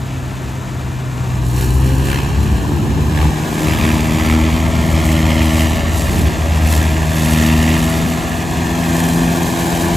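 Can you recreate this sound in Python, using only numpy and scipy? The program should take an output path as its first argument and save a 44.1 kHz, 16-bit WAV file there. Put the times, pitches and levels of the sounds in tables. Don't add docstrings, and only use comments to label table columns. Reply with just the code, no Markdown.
import sys
import numpy as np
from scipy import signal
from scipy.fft import rfft, irfft
from scipy.io import wavfile
from scipy.ndimage import uniform_filter1d, map_coordinates

SR = 44100
rng = np.random.default_rng(int(sys.argv[2]) if len(sys.argv) > 2 else 0)


def wav_out(sig):
    wavfile.write(sys.argv[1], SR, np.round(np.clip(np.atleast_2d(sig).T, -1, 1) * 32767).astype(np.int16))


N = 439236

# time in seconds, firing rate in Hz.
ENGINE_SPEED = [(0, 65.3), (.95, 64.2), (1.5, 61.8), (2, 66.4), (2.65, 73.6), (3, 74.4), (3.25, 76.4),
                (4.25, 78.4), (4.7, 80.4), (5.05, 79.4), (5.5, 79.2), (5.85, 80.3), (6.45, 79.4),
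                (6.75, 78.1), (7.05, 79.1), (7.45, 78.3), (8.25, 82.6), (9.96, 85.2)]


def firing_rate():
    return curves(ENGINE_SPEED)[0]


# time in seconds, load from 0 to 1.
ENGINE_LOAD = [(0, 0.08), (1.35, 0), (1.7, 0.3), (2.25, 0.61), (3.0, 0.29), (3.45, 0.52), (3.85, 0.87),
               (4.35, 0.88), (4.75, 0.76), (5.2, 0.89), (5.6, 0.91), (5.88, 0.69), (7.05, 0.63),
               (7.4, 0.91), (7.68, 0.86), (8.3, 0.5), (9.15, 0.57), (9.96, 0.43)]
# centre in seconds, length in seconds, added load.
THROTTLE_STABS = [(1.6, 0.12, 0.41), (1.88, 0.11, 0.18), (2.12, 0.19, 0.24), (3.2, .12, 0.2),
                  (3.65, 0.26, 0.11), (6.78, 0.28, 0.17)]


def effort():
    return np.maximum(curves(ENGINE_LOAD)[0] + bumps(THROTTLE_STABS), 0)


# time in seconds, distance in metres.
APPROACH = [(0, 24.8), (3, 23), (5.5, 20.9), (7.5, 17.75), (9.96, 12.3)]
REFERENCE_M = 24


def nearness():
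    return REFERENCE_M / curves(APPROACH)[0]


IDLE_HZ = 65


def law_db(law, load):
    idle_db, load_db, octave_db = law
    return idle_db + load_db * load + octave_db * np.log2(firing_rate() / IDLE_HZ)


# time in seconds, level in dB.
BOOM_LEVEL = [(0, -37), (.9, -33), (1.3, -25), (1.52, -16), (2.5, -16.5), (2.92, -27), (3.1, -19),
              (3.24, -8), (3.37, -41), (3.55, -72), (3.68, -17), (4.05, -17.5), (4.35, -13.5), (4.65, -16),
              (5.3, -12.5), (6.35, -15.5), (6.75, -9), (7.15, -15.5), (7.68, -11.5), (8.05, -25.5),
              (9.96, -27)]
# time in seconds, level in dB.
DRONE_LEVEL = [(0, -21), (.55, -23), (1.5, -15), (2.1, -17.5), (2.7, -23), (3.2, -17), (3.45, -20.5),
               (3.7, -17.5), (4.6, -22), (5.15, -16), (5.6, -18.5), (5.85, -27.5), (6.8, -20.5),
               (7.35, -14), (7.9, -16), (8.3, -25.5), (9.2, -13), (9.55, -19), (9.96, -18)]
# time in seconds, level in dB.
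THIRD_LEVEL = [(0, -40), (1.3, -42), (2.1, -39), (2.45, -22), (2.9, -28), (3.45, -29), (3.85, -15),
               (4.2, -19), (4.35, -13.5), (4.68, -22.5), (5.1, -17.5), (5.58, -16), (5.8, -24),
               (6.5, -28.5), (6.8, -21.5), (6.98, -26.5), (7.45, -11.5), (7.8, -16.5), (8.27, -25.5),
               (9.2, -16.5), (9.5, -23.5), (9.96, -23)]
# time in seconds, level in dB before the pipe's gain.
GROWL_LEVEL = [(0, -21), (1.35, -26), (1.6, -14), (2.1, -10), (2.3, -15), (2.72, -8.5), (2.98, -24),
               (3.2, -8.5), (3.36, -15), (3.7, -3.5), (4.1, -7), (4.35, -3.5), (4.75, -15.5), (5, -6.5),
               (5.58, -5), (5.78, -18.5), (6.5, -16), (6.8, -10.5), (7.1, -15), (7.35, -7), (7.75, -5),
               (8.2, -18), (9.2, -7.5), (9.96, -4.5)]
# frequency in Hz, gain in dB.
PIPE_RESONANCES = [(245, -17), (262, -15), (280, -22), (298, -14.5), (318, -15), (328, -20.5), (342, -15.5),
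                   (365, -29), (383, -21), (396, -28.5), (412, -24.5), (470, -37.5), (530, -31),
                   (560, -31.5), (620, -37)]
STAB_BRIGHT_DB = 18


def harmonic_levels(count=8):
    pipe_hz, pipe_db = np.transpose(PIPE_RESONANCES)
    rate = firing_rate()
    growl_db = curves(GROWL_LEVEL)[0]
    bright_db = STAB_BRIGHT_DB * np.sqrt(bumps(THROTTLE_STABS))
    levels = curves(BOOM_LEVEL) + curves(DRONE_LEVEL) + curves(THIRD_LEVEL)
    for k in range(4, count + 1):
        levels.append(np.interp(k * rate, pipe_hz, pipe_db) + growl_db + bright_db * (k >= 6))
    return levels


def exhaust(cycle, levels_db):
    uneven_cycle = cycle + .003 * walk(70) + .003 * walk(8)
    angle = 2 * np.pi * uneven_cycle
    note = 0
    for k, db in enumerate(levels_db, 1):
        lag = (k > 1) * np.pi / 2
        gain = undb(db + .5 * walk(25))
        note = note - np.cos(k * angle - lag + .25 * walk(2)) * gain
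    return note


# centre in seconds, length in seconds, added dB.
CHURNS = [(1.95, 0.93, 5.5), (2.85, 0.64, 7), (3.8, 0.84, 5.5), (4.8, 0.68, 3), (5.75, 0.16, 2.5),
          (6.18, 0.3, 7), (8.05, 0.25, 3), (9.7, 0.43, -2)]
LUG_DEPTH, LUG_RATE_HZ = 0.24, 16


def lugging():
    return undb(LUG_DEPTH * bumps(CHURNS) * walk(LUG_RATE_HZ))


# frequency in Hz, relative level in dB per Hz.
BARK_SPECTRUM = [(500, -4.5), (1000, -9), (1700, 3), (2400, 4.5), (3100, 1), (4000, -8.5), (5200, -8.5),
                 (7000, -13), (10000, -23)]


def bark(cycle, bite):
    burst = puffs(cycle + .52, rise=.12, fall=.18, scatter_db=1)
    return colour(noise() * pulsed(burst, bite) * undb(.7 * walk(28)), BARK_SPECTRUM)


# frequency in Hz, relative level in dB per Hz.
RUMBLE_SPECTRUM = [(12, -55), (25, -33), (33, -12), (45, -10), (60, 1.5), (100, -1), (135, -6.5),
                   (190, -11), (400, -56)]
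# frequency in Hz, relative level in dB per Hz.
ROAR_SPECTRUM = [(80, -2.5), (140, 3), (200, 5), (300, 1.5), (390, -1), (470, -9), (800, -41)]
# dB at idle, dB added by full load, dB per octave of engine speed.
ROAR_LEVEL_LAW = (-30, 0.93, 6.9)
RUMBLE_DB, RUMBLE_BOOM_SHARE = -20.5, 0.18


def flow():
    rumble_db = RUMBLE_DB + RUMBLE_BOOM_SHARE * curves(BOOM_LEVEL)[0]
    rumble = colour(noise(), RUMBLE_SPECTRUM) * undb(rumble_db)
    roar = colour(noise(), ROAR_SPECTRUM) * undb(law_db(ROAR_LEVEL_LAW, effort())) * nearness()
    return (rumble + roar) * undb(bumps(CHURNS))


# frequency in Hz, relative level in dB per Hz.
CLATTER_SPECTRUM = [(300, -53), (480, -2.5), (670, -1), (780, -1.5), (950, -3.5), (1250, -5.5), (1750, -5),
                    (2150, -15), (3900, -15), (5200, -22), (6800, -15.5), (8500, -19.5), (11000, -28.5)]


def clatter(cycle, bite, knock=0.25, rattle_db=0.6):
    burst = puffs(cycle + .45, rise=.1, fall=.25, scatter_db=1.3)
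    share = np.clip(knock * bite, 0, 1)
    return colour(noise() * pulsed(burst, share) * undb(rattle_db * walk(350)), CLATTER_SPECTRUM)


# centre in seconds, length in seconds, level in dB at
KNOCK_BURSTS = [(2.133, 0.11, -25), (3.205, 0.092, -28), (3.807, 0.27, -28), (4.3, 0.18, -28),
                (6.75, 0.11, -56)]
# frequency in Hz, relative level in dB per Hz.
KNOCK_SPECTRUM = [(400, -21), (900, 1.5), (1800, 8), (2700, 1), (3700, -4), (5000, -16), (9000, -14)]


def knocks(cycle):
    crack = puffs(cycle + .41, rise=.025, fall=.13, scatter_db=1)
    gains = [(s, length, undb(db)) for s, length, db in KNOCK_BURSTS]
    return colour(noise() * crack, KNOCK_SPECTRUM) * bumps(gains)


# frequency in Hz, width in Hz, relative level in dB.
SHELL_MODES = [(569, 33, 1.5), (641, 65, -2.5), (685, 41, -9)]
# frequency in Hz, width in Hz, relative level in dB.
BONNET_MODES = [(780, 81, -0.83), (876, 46, 0.16), (1013, 110, -1.4)]
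# time in seconds, shell level in dB, bonnet level in dB.
RINGING_LEVEL = [(0, -57, -65), (1.15, -55, -48), (1.7, -50, -34), (3.1, -44, -34.5), (3.22, -46, -29),
                 (3.35, -50, -33), (3.7, -40, -31.5), (4.6, -32.5, -34), (5.2, -30, -36), (5.9, -31, -42),
                 (6.9, -36, -44), (7.5, -32, -38), (8.2, -42, -45), (9.96, -35, -29.5)]


def panels(cycle):
    hz = np.fft.rfftfreq(N, 1 / SR) + 1
    out = 0
    for modes, level_db in zip((SHELL_MODES, BONNET_MODES), curves(RINGING_LEVEL)):
        response = sum(undb(db) / (1 + ((hz - f) / width) ** 2) ** 2 for f, width, db in modes)
        blows = noise() * puffs(cycle + .45, rise=.1, fall=.4, scatter_db=1)
        out = out + undb(level_db) * unit(irfft(rfft(blows) * response, N))
    return out


CASING_HZ, CASING_WIDTH_HZ, CASING_DB = 665, 39, 13.5


def casing_db(hz):
    return CASING_DB / (1 + ((hz - CASING_HZ) / CASING_WIDTH_HZ) ** 4)


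# multiple of the firing rate, relative level in dB.
WHINE_TONES = [(4.05, -2.5), (7, -19), (8.1, -12), (9, -19), (11, -21)]


def whine(cycle):
    rate = firing_rate()
    tones = 0
    for k, db in WHINE_TONES:
        gain = np.sqrt(2) * undb(db + casing_db(k * rate) + 2.5 * walk(9))
        tones = tones + gain * np.sin(2 * np.pi * k * cycle + .035 * k * walk(10))
    return tones


# frequency in Hz, relative level in dB per Hz.
HISS_SPECTRUM = [(1500, -11), (4000, 5.5), (5200, 2), (7000, 6.5), (9000, 7.5), (10500, 3.5), (13500, 2),
                 (15500, -0.5)]


def hiss(cycle, bite, pulsing=0.39):
    burst = puffs(cycle + .42, rise=.07, fall=.33, scatter_db=1.1)
    share = np.clip(pulsing * bite + 0.14, 0, 1)
    grain = undb(1.7 * walk(800) + .7 * walk(90) + .9 * walk(14))
    return colour(noise() * pulsed(burst, share) * grain, HISS_SPECTRUM)


# dB at idle,
# dB added by full load, dB per octave of engine speed.
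CLATTER_LEVEL_LAW = (-34, 6, 3.9)
BARK_LEVEL_LAW = (-40.5, 16.8, .5)
HISS_LEVEL_LAW = (-50.5, 14.4, 7.7)
# centre in seconds, length in seconds, added dB.
JOLTS = [(1.28, 0.21, 3), (3.23, 0.085, 3), (3.6, 0.49, 2.5), (9.0, 0.27, 1)]
# centre in seconds, length in seconds, added dB.
HISS_SWELLS = [(1.59, 0.47, 12.5), (1.88, 0.1, 5.5), (2.07, 0.19, 6), (2.45, 0.065, 6), (3.68, 0.74, 3),
               (5.05, 0.15, 4), (5.58, 0.28, 6), (6.0, 0.15, 7.5), (6.17, 0.19, 7), (6.73, 0.18, 7.5),
               (7.22, 0.23, 4.5), (7.65, 1, 5.5), (8.97, 0.18, 2.5), (9.6, 1, 6.5)]
# one cylinder's offset in dB, before the share below.
CYLINDER_OFFSETS = [1.6, 0.7, -0.77, -0.3]
# time in seconds, share of the offsets.
UNEVEN_SHARE = [(7.8, 0.43), (8.8, 0.64)]
BURST_LAG, LAG_PER_HZ, CRUISE_HZ = .09, .018, 79
BITE_IDLE, BITE_LOAD, BITE_STAB = .12, 0.64, 0.65


def upper(cycle):
    load = effort()
    cycle = cycle - BURST_LAG - LAG_PER_HZ * np.maximum(CRUISE_HZ - firing_rate(), 0)
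    count = len(CYLINDER_OFFSETS)
    cylinder_db = np.interp(cycle, np.arange(count), CYLINDER_OFFSETS, period=count)
    uneven = undb(curves(UNEVEN_SHARE)[0] * cylinder_db)
    bite = np.clip(BITE_IDLE + BITE_LOAD * load ** 2 + BITE_STAB * bumps(THROTTLE_STABS), 0, 1)
    block = undb(law_db(CLATTER_LEVEL_LAW, load) + bumps(JOLTS)) * clatter(cycle, bite)
    gas = undb(law_db(BARK_LEVEL_LAW, load ** 2)) * bark(cycle, bite)
    air = undb(law_db(HISS_LEVEL_LAW, load) + bumps(HISS_SWELLS)) * hiss(cycle, bite)
    return (block + gas + air + knocks(cycle)) * uneven * nearness()


def delayed(x, lag_ms):
    return map_coordinates(x, [np.arange(N) - lag_ms * SR / 1000], order=2)


# time in seconds, lag in milliseconds, strength from 0 to 1 against the direct sound.
GROUND_REFLECTION = [(0, .8, .08), (1.2, .78, .1), (1.6, .72, .36), (2, .7, .4), (2.7, .72, .3),
                     (3.3, .78, .12), (4.3, .86, .24), (5, .93, .22), (5.7, 1.01, .26), (6.4, 1.16, .14),
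                     (7, 1.14, .2), (7.8, 1.06, .22), (8.1, 1.12, .12), (8.6, 1.17, .3), (9.2, 1.21, .3),
                     (9.96, 1.29, .2)]
BODY_SHARE = .11
BANK_MS = 1.144


def reflect(x, bank_share=0.039, soft_hz=6500):
    soil = 1 / (1 + (np.fft.rfftfreq(N, 1 / SR) / soft_hz) ** 4)
    dull = irfft(rfft(x) * soil, N)
    body = sum(delayed(x, lag_ms + .06 * walk(1.3)) for lag_ms in (2.9, 4.3, 6.1, 9.7, 13.4))
    ground_ms, ground_share = curves(GROUND_REFLECTION)
    ground = ground_share * delayed(dull, ground_ms)
    bank = bank_share * delayed(x, BANK_MS * nearness())
    return (x + ground + bank + BODY_SHARE * body) / np.sqrt(1 + ground_share ** 2)


# frequency in Hz, gain in dB.
SIDE_SPECTRUM = [(60, -10.5), (400, -12), (950, -13), (1350, -4), (1650, -18), (2200, -45), (3600, -76),
                 (4600, -68), (7400, -61), (8500, -2), (9200, -27), (15000, -23)]
# centre in seconds, length in seconds, share.
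WIDE_SPELLS = [(1.5, 0.39, 0.18), (2.1, 1, 0.4), (3.15, 0.76, 0.69), (8.75, 0.23, 0.3), (9.6, .6, 0.32)]
# frequency in Hz, gain in dB before the share.
WIDE_SPECTRUM = [(1700, -38), (2400, -10), (3400, 2.5), (4300, -12), (5600, 3), (6800, -27), (10000, -25),
                 (11800, 4), (13200, -30)]


def side_noise(cycle):
    second = rfft(flow() + upper(cycle))
    side = irfft(second * undb(per_bin(SIDE_SPECTRUM)), N)
    wide = bumps(WIDE_SPELLS) * irfft(second * undb(per_bin(WIDE_SPECTRUM)), N)
    return np.array([[1], [-1]]) * (side + wide)


# frequency in Hz, lead of the left in radians, left minus right in dB.
OPENING_IMAGE = [(60, 0, 1), (450, 0, 1), (650, -.3, 6), (1000, -.6, 9), (1300, -.9, 6), (1520, -.8, 3),
                 (1620, -2.6, 5), (1710, 0, 0)]
MAIN_IMAGE = [(60, 0, 1), (400, 0, .5), (550, .8, 1), (660, .2, 7), (850, .1, 3), (1100, .4, 4),
              (1250, 1.2, 4), (1370, 3.14, 0), (1500, 4.3, -5), (1640, 4.7, -4), (1710, 6.28, 0)]
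MIDDLE_IMAGE = [(60, 0, 1), (450, 0, .5), (660, .1, 4), (850, 0, 2.5), (1150, .25, 4), (1300, 1.3, 9),
                (1430, 3.14, 0), (1540, 4.2, -5), (1650, 4.6, -4), (1720, 6.1, -2), (1880, 5.7, -6),
                (1970, 6.1, -8), (2100, 6.28, 0)]
# frequency in Hz, added lead of the left in radians.
TREBLE_PHASE = [(7500, 0), (8800, -1.88), (9050, -3.03), (9560, -3.03), (9750, 0), (13900, 0),
                (15300, -2.88)]
# time in seconds, opening share from 0 to 1,
# middle share from 0 to 1.
IMAGE_SHARES = [(1.2, 1, 0), (1.35, 0, 0), (3.5, 0, 0), (3.62, 0, 1), (8.38, 0, 1), (8.52, 0, 0)]
# time in seconds,
# mean shift in Hz.
MIDRANGE_SHIFT = [(1.3, 0), (1.7, 30), (2.1, -50), (2.7, -20), (3.3, 40), (3.7, -20), (4.5, -20), (5, 110),
                  (5.5, 110), (5.9, 0), (7.1, -10), (7.8, 60), (8.7, 30), (9.3, -10)]


def stereo_image(x, size=1024):
    hz, s, frames = signal.stft(x, SR, nperseg=size, noverlap=size * 3 // 4)
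    at = np.minimum((s * SR).astype(int), N - 1)
    shift = (curves(MIDRANGE_SHIFT)[0] + 22 * walk(7))[at]
    midrange = np.interp(hz, [900, 1250, 1520, 1750], [0, 1, 1, 0])
    shifted = hz[:, None] - midrange[:, None] * shift
    opening, middle = (c[at] for c in curves(IMAGE_SHARES))
    treble = np.interp(hz, *np.transpose(TREBLE_PHASE))[:, None]
    images = ((OPENING_IMAGE, opening), (MAIN_IMAGE, 1 - opening - middle), (MIDDLE_IMAGE, middle))
    pair = 0
    for table, share in images:
        f, lead, db = np.transpose(table)
        half = undb(np.interp(shifted, f, db) / 2)
        right = np.exp(-1j * (np.interp(shifted, f, lead) + treble)) / half
        pair = pair + share * np.array([half, right])
    return signal.istft(frames * pair, SR, nperseg=size, noverlap=size * 3 // 4)[1][:, :N]


def undb(db):
    return 10 ** (np.asarray(db) / 20)


def unit(x):
    return x / np.sqrt(np.mean(x ** 2))


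def curves(table):
    s, *columns = np.transpose(table)
    return [np.interp(np.arange(N) / SR, s, c) for c in columns]


def bumps(table):
    t = np.arange(0, N / SR, .004)
    shape = sum(height * .5 ** ((2 * (t - s) / length) ** 2) for s, length, height in table)
    return np.interp(np.arange(N) / SR, t, shape)


def per_bin(points):
    hz, value = np.transpose(points)
    bins = np.maximum(np.fft.rfftfreq(N, 1 / SR), 1)
    return np.interp(np.log(bins), np.log(hz), value)


def colour(x, points):
    return unit(irfft(rfft(x) * undb(per_bin(points)), N))


def noise():
    return rng.standard_normal(N)


def walk(rate):
    k = max(int(SR / rate), 1)
    steps = np.repeat(rng.standard_normal(N // k + 1), k)
    return 1.84 * uniform_filter1d(steps, k)[:N]


def puffs(cycle, rise, fall, scatter_db):
    phase = cycle % 1
    sizes = undb(scatter_db * rng.standard_normal(size=4096))
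    size = sizes[np.floor(cycle).astype(int)]
    return unit(size * (1 - np.exp(-phase / rise)) ** 2 * np.exp(-phase / fall))


def pulsed(burst, share):
    return np.sqrt(share * burst ** 2 + 1 - share)


GEAR_DB = -10.5


def scene():
    cycle = np.cumsum(firing_rate()) / SR
    note = exhaust(cycle, harmonic_levels()) * lugging()
    gear_gain = undb(law_db(CLATTER_LEVEL_LAW, effort()) + GEAR_DB) * nearness()
    gears = gear_gain * whine(cycle)
    centre = note + gears + panels(cycle) + flow() + reflect(upper(cycle))
    return stereo_image(centre) + side_noise(cycle)


TOP_HZ = 15700


def record(dry):
    thin = signal.sosfiltfilt(signal.butter(4, 33, "highpass", fs=SR, output="sos"), dry)
    rounded = thin / (1 + (thin / .97) ** 12) ** (1 / 12)
    return signal.sosfilt(signal.ellip(10, .2, 80, TOP_HZ, fs=SR, output="sos"), rounded)


dry = scene()
out = record(dry)
wav_out(out)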